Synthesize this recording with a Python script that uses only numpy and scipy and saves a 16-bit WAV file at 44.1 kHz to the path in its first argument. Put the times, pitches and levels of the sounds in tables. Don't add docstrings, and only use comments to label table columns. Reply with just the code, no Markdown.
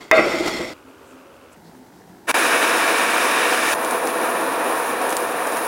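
import sys
import numpy as np
from scipy import signal
from scipy.fft import rfft, irfft
from scipy.io import wavfile
from scipy.ndimage import uniform_filter1d

SR = 44100
rng = np.random.default_rng(int(sys.argv[2]) if len(sys.argv) > 2 else 0)


def log_audio(samples):
    frames = np.atleast_2d(samples).T
    limited = np.clip(frames, -1, 1)
    pcm = np.round(limited * 32767).astype(np.int16)
    wavfile.write(sys.argv[1], SR, pcm)


N = 250047
TIME = np.arange(N) / SR
FREQS = np.fft.rfftfreq(N, 1 / SR)

# t/s, china ring level/dB, board thud level/dB, contact tick level/dB
KNOCKS = [(.1132, -12, -36, -2.5), (.129, -21, -43, -45), (.158, -21.5, -29, -45), (.176, -11.5, -33, -40),
          (.183, -22.5, -12.5, -38), (.254, -35, -19, -42), (.330, -23, -19.5, -50),
          (.396, -37, -21.5, -46), (.478, -33, -37, -38), (.592, -29.5, -19, -46)]
# f/Hz, level/dB, 60 dB decay t/s
PLATE_MODES = [(598, -8, .3), (641, 0, .5), (660, -6, .4), (798, -9, .3), (1134, -13, .25),
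               (1269, -13, .25), (1590, -14, .3), (1930, -7, .22), (1985, -8, .25), (2050, -8, .25),
               (2108, -5, .3), (2554, -14, .2), (3615, -22, .25), (4416, -20, .3)]
# f/Hz, level/dB, 60 dB decay t/s
BOARD_MODES = [(74.5, -18, .15), (156, -12.5, 0.11), (222.4, -8.5, 0.31), (317, 4, 0.1), (354.7, 3.5, 0.24),
               (397, 0, 0.12), (506, -6.5, 0.48)]
# f/Hz, level/dB
CLATTER_SPECTRUM = [(150, -14), (600, 10.5), (950, -5.5), (1350, 6.5), (1750, -9), (2300, 1.5),
                    (3400, -17.5), (4200, -51)]
# f/Hz, level/dB
TICK_SPECTRUM = [(200, -24), (2000, 10.5), (3000, -12), (5000, -5), (8000, -23), (15000, -23)]
# f/Hz, level/dB
SCRAPE_SPECTRUM = [(50, -23.5), (190, -14.5), (330, -2), (460, -11.5), (630, -11.5), (1100, -15.5),
                   (1380, -14.5), (1710, -19.5), (2200, -14.5), (2800, -20.5), (5000, -21.5), (6350, -27.5),
                   (7200, -27.5), (15000, -40.5)]
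# f/Hz, half-width at -6 dB f/Hz, level/dB
RUBBED_MODES = [(2050, 150, -13), (3315, 90, -21), (3610, 80, -23), (4240, 60, -24), (4420, 60, -26),
                (4680, 55, -24), (5440, 55, -21), (6870, 110, -26), (7530, 160, -27)]
# f/Hz, level/dB
AIR_EARLY_SPECTRUM = [(30, -34), (70, -9.5), (200, -13), (270, -4), (400, -6.5), (560, -6.5), (780, -12.5),
                      (1400, -10.5), (1800, -21), (3000, -26.5), (3800, -28.5), (8000, -31.5),
                      (15500, -35.5)]
# f/Hz, level/dB
AIR_LATE_SPECTRUM = [(30, -28), (80, -11), (130, -9.5), (200, -5), (400, -4.5), (520, -13), (900, -8),
                     (1200, -22), (1900, -22), (2400, -28), (5500, -29.5), (15500, -34.5)]
# pulse f/Hz, centre f/Hz, width f/Hz, level/dB
PULSED_BANDS = [(85, 2660, 990, -61), (52.7, 1580, 780, -61)]
# t/s, spread t/s, f/Hz, peak level/dB
HUM_SWELLS = [(.88, 0.04, 263, -46.5), (1.16, 0.04, 261, -42), (1.02, 0.088, 396, -50),
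              (1.33, 0.18, 549, -51), (1.66, 0.039, 170, -49), (1.79, 0.042, 256, -45.5),
              (2.12, 0.048, 176, -47)]
# t/s, spread t/s, level/dB, centre f/Hz
SPRINKLES = [(1.095, .035, -60, 7600), (1.53, .009, -54, 7800), (1.665, 0.019, -58, 4300),
             (1.99, 0.028, -63, 5000)]
# f/Hz, level/dB
FLAME_FULL_SPECTRUM = [(40, -54), (60, -38), (150, -21.5), (300, -2), (450, 0), (1100, 1.5), (1850, 1),
                       (2080, -7.5), (2300, 0), (2700, -3), (3300, -12), (3750, -7.5), (4300, -17),
                       (15000, -45)]
# f/Hz, level/dB
FLAME_SOFT_SPECTRUM = [(40, -54), (60, -62), (150, -17), (300, 0), (450, 4), (1000, 4), (1500, -1),
                       (1850, -2.5), (2080, -10.5), (2400, -5.5), (3200, -16), (3800, -14.5), (4400, -21.5),
                       (15000, -43)]
# f/Hz, width f/Hz, level over the roar/dB
BARREL_PEAKS = [(245, 30, 4), (323, 22, 6), (360, 40, -3), (490, 26, 7), (620, 22, -5), (660, 36, 5),
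                (737, 22, 3), (825, 45, -5), (889, 35, 3), (952, 25, 3), (1056, 25, 3), (1116, 22, 4),
                (1667, 25, 3), (1796, 30, 4), (2265, 35, 3), (2386, 30, 3)]
# f/Hz, level/dB
JET_SPECTRUM = [(1500, -36), (4300, -14), (4900, -4), (7600, -5), (8450, -11.5), (8700, 1.5), (9600, 7.5),
                (10600, 5), (10900, 0.5), (13800, -4.5), (15500, -2.5)]
# f/Hz, width f/Hz, level/dB
JET_NOTCH = [(4400, 180, -3)]
# f/Hz, level/dB
RUSH_SPECTRUM = [(2500, -41), (4400, -1), (5000, 6.0), (7500, 2), (10000, 3.5), (15000, -33)]
# t/s, level/dB
HISS_FULL = [(2.35, -29.5), (2.376, -30.5), (3.214, -32.5), (3.244, -31), (3.414, -33.5), (3.556, -31),
             (3.626, -32.5), (3.73, -29.5)]
# t/s, level/dB
HISS_SOFT = [(3.77, -38), (3.9, -35.5), (4.512, -36), (4.538, -37), (4.906, -34), (4.944, -39.5),
             (5.196, -34.5), (5.354, -39), (5.66, -34.5)]
# t/s, level/dB
SPITS = [(3.848, -31.5), (3.909, -29.5), (4.073, -31), (5.016, -35), (5.094, -34), (5.105, -33),
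         (5.127, -30), (5.168, -24.5), (5.470, -31.5), (5.522, -35), (5.570, -33), (5.649, -40)]
# f/Hz, level/dB
SPIT_SPECTRUM = [(800, -17), (2200, -7), (5000, -8.5), (7400, -4.5), (9500, -3.5), (15000, -16)]

SLIDE_END, SECOND_SPOON, TORCH_ON = .737, 1.552, 2.268
BREAK_START, BREAK_END, FLAME_DROP, PAST_END = 2.316, 2.341, 3.742, 6
SEATED_S = .199
BRUSH_S, BRUSH_DB, BRUSH_FADE_DB_PER_S = 0.014, -37.5, 167
PUSH_DB, PUSH_RISE_S, BRAKE_S, BRAKE_DB_PER_S = -27, 0.05, 0.57, 65
CATCH_S, CATCH_SPREAD_S, CATCH_DB = 0.481, 0.0093, 7
SING_DB = 2
ROAR_FULL_DB, FULL_SAG_DB_PER_S = -17, 1.05
ROAR_SOFT_DB, SOFT_PEAK_S, SOFT_SAG_DB_PER_S, SOFT_RISE_S = -20.5, 4.43, 2.4, .006
JET_FULL_DB, JET_SOFT_DB, RUSH_DB = 1, 2.5, -.5
TOP_HZ = 15800


def undb(db):
    return 10 ** (np.asarray(db) / 20)


def unit(x):
    return x / np.sqrt(np.mean(x ** 2))


def noise():
    return rng.standard_normal(N)


def curve(rows):
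    times, levels = np.transpose(rows)
    return np.interp(TIME, times, levels)


def walk(rate):
    points = rng.standard_normal(4096)
    return 1.2 * np.interp(TIME * rate, np.arange(len(points)), points)


def gate(start, end, rise_s):
    opening = np.clip((TIME - start) / rise_s, 0, 1)
    closing = np.clip((end - TIME) * 1000, 0, 1)
    return opening * closing


def swell(s, spread):
    return np.exp(-((TIME - s) / spread) ** 2 / 2)


def decay(t60):
    return np.exp(-np.log(1000) * TIME / t60)


def colour(x, points, peaks=()):
    hz, db = np.transpose(points)
    shape_db = np.interp(np.log(FREQS + 1), np.log(hz), db)
    for centre, width, lift in peaks:
        shape_db = shape_db + lift / (1 + (2 * (FREQS - centre) / width) ** 2)
    return irfft(rfft(x) * unit(undb(shape_db)), N)


def resonate(x, hz, width):
    response = 1 / (1 + 2j * (FREQS - hz) / width) ** 2
    return unit(irfft(rfft(x) * response, N))


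def grains(rate, spread_db):
    struck = rng.random(N) < rate / SR
    strength_db = spread_db * rng.exponential(size=N).clip(0, 4)
    return unit(struck * noise() * undb(strength_db))


def ring(modes):
    t = TIME[:SR]
    waves = 0
    for k, (hz, db, t60) in enumerate(modes):
        waves = waves + (-1) ** k * undb(db - 60 * t / t60) * np.sin(2 * np.pi * hz * t)
    return waves / np.sqrt(sum(undb(db) ** 2 for _, db, _ in modes) / 2)


def blows(rows, axis=1):
    out = np.zeros(N)
    for row in rows:
        out[int(row[0] * SR)] += undb(row[axis])
    return out


def through(x, response):
    return signal.fftconvolve(x, response)[:N]


def sliding():
    brush_db = BRUSH_DB - BRUSH_FADE_DB_PER_S * (TIME - BRUSH_S).clip(0)
    brush = undb(brush_db) * gate(0, SLIDE_END, BRUSH_S)
    brake_db = BRAKE_DB_PER_S * (TIME - BRAKE_S).clip(0)
    push = undb(PUSH_DB - brake_db + CATCH_DB * swell(CATCH_S, CATCH_SPREAD_S))
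    first_knock_s = KNOCKS[0][0]
    return brush + push * gate(first_knock_s, SLIDE_END, PUSH_RISE_S)


def scrape(grit):
    singing = 0
    for hz, half_width, db in RUBBED_MODES:
        singing = singing + undb(db + 3 * walk(rate=16)) * resonate(grit, hz, 2 * half_width)
    rubbing = colour(grit, SCRAPE_SPECTRUM) + undb(SING_DB) * singing
    drifting = np.interp(TIME + .00007 * walk(rate=18), TIME, rubbing)
    return drifting * sliding()


def landing(grit):
    hits = blows(KNOCKS, axis=1)
    chatter = undb(-27.5) * grit * through(hits, decay(t60=0.14))
    clatter = colour(noise(), CLATTER_SPECTRUM) * decay(t60=1.0)
    china = through(hits + chatter, ring(PLATE_MODES)) + undb(-5) * through(hits, clatter)
    china = china * undb(-4 * gate(SEATED_S, PAST_END, rise_s=0.0031))
    push = uniform_filter1d(through(blows(KNOCKS, axis=2), decay(t60=0.035)), size=300)
    wood = through(undb(-18.0) * grit * push, ring(BOARD_MODES))
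    tick = colour(noise(), TICK_SPECTRUM) * decay(t60=0.017)
    return china + wood + through(blows(KNOCKS, axis=3), tick)


def plate():
    grit = grains(rate=9000, spread_db=1.5) * undb(0.76 * walk(rate=50))
    return (scrape(grit) + landing(grit)) * gate(0, SLIDE_END, rise_s=.001)


def pulsed_band(rate_hz, centre_hz, width_hz, db):
    phase = 2 * np.pi * np.cumsum(rate_hz * (1 + 0.0405 * walk(rate=6))) / SR
    band = resonate(noise(), centre_hz, width_hz)
    return undb(db) * unit(band * (1 + np.cos(phase)) ** 2)


def kitchen():
    later = gate(SECOND_SPOON, PAST_END, rise_s=0.0091)
    early_air = colour(noise(), AIR_EARLY_SPECTRUM) * undb(-47) + pulsed_band(*PULSED_BANDS[0])
    late_air = colour(noise(), AIR_LATE_SPECTRUM) * undb(-47.0) + pulsed_band(*PULSED_BANDS[1])
    air = early_air * (1 - later) + late_air * later
    hum = 0
    for s, spread, hz, db in HUM_SWELLS:
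        phase = 2 * np.pi * hz * TIME + .5 * walk(rate=14)
        hum = hum + undb(db) * swell(s, spread) * np.sin(phase)
    return air * undb(0.64 * walk(rate=30)) + hum


def sugar():
    out = 0
    for s, spread, db, hz in SPRINKLES:
        shower = colour(grains(rate=5000, spread_db=2.6), [(hz / 2, -18), (hz, 0), (hz * 2, -18)])
        out = out + shower * undb(db) * swell(s, spread)
    return out


def roar(full, soft):
    burning = noise() * undb(0.42 * walk(rate=180))
    full_db = ROAR_FULL_DB - FULL_SAG_DB_PER_S * (TIME - TORCH_ON)
    soft_db = ROAR_SOFT_DB - SOFT_SAG_DB_PER_S * np.abs(TIME - SOFT_PEAK_S)
    full_roar = undb(full_db) * colour(burning, FLAME_FULL_SPECTRUM, BARREL_PEAKS)
    soft_roar = undb(soft_db) * colour(burning, FLAME_SOFT_SPECTRUM, BARREL_PEAKS)
    return full * full_roar + soft * soft_roar


def gas_hiss(full, soft):
    jet_level = undb(JET_FULL_DB) * full + undb(JET_SOFT_DB) * soft
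    jet = colour(noise(), JET_SPECTRUM, JET_NOTCH) * jet_level
    rush = undb(RUSH_DB) * full * colour(noise(), RUSH_SPECTRUM)
    waved_db = curve(np.vstack([HISS_FULL, HISS_SOFT]))
    hiss = (jet + rush) * undb(waved_db + .5 * walk(rate=79))
    bounce_s = .0027 + .00005 * walk(rate=3)
    return hiss + undb(-10) * np.interp(TIME - bounce_s, TIME, hiss)


def torch():
    ignition = gate(TORCH_ON, BREAK_START, rise_s=.026) ** 1.5
    faint = undb(-26) * gate(BREAK_START, BREAK_END, rise_s=.001)
    full = ignition + faint + gate(BREAK_END, FLAME_DROP, rise_s=.0015)
    soft = gate(FLAME_DROP, PAST_END, rise_s=SOFT_RISE_S)
    return undb(0.64 * walk(rate=30)) * (roar(full, soft) + gas_hiss(full, soft))


def caramel():
    snap = undb(10) * decay(t60=.005)
    puff = decay(t60=.045)
    bursts = noise() * through(blows(SPITS), snap + puff)
    sizzle = undb(-48.5) * grains(rate=220, spread_db=2) * gate(FLAME_DROP, PAST_END, rise_s=0.046)
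    return colour(bursts + sizzle, SPIT_SPECTRUM)


def scene():
    mono = plate() + kitchen() + sugar() + torch() + caramel()
    return np.array([mono, mono])


def record(dry):
    clipped = np.clip(dry, -.95, .95)
    low_pass = signal.ellip(10, .1, 80, TOP_HZ, fs=SR, output="sos")
    return signal.sosfilt(low_pass, clipped)


dry = scene()
out = record(dry)
log_audio(out)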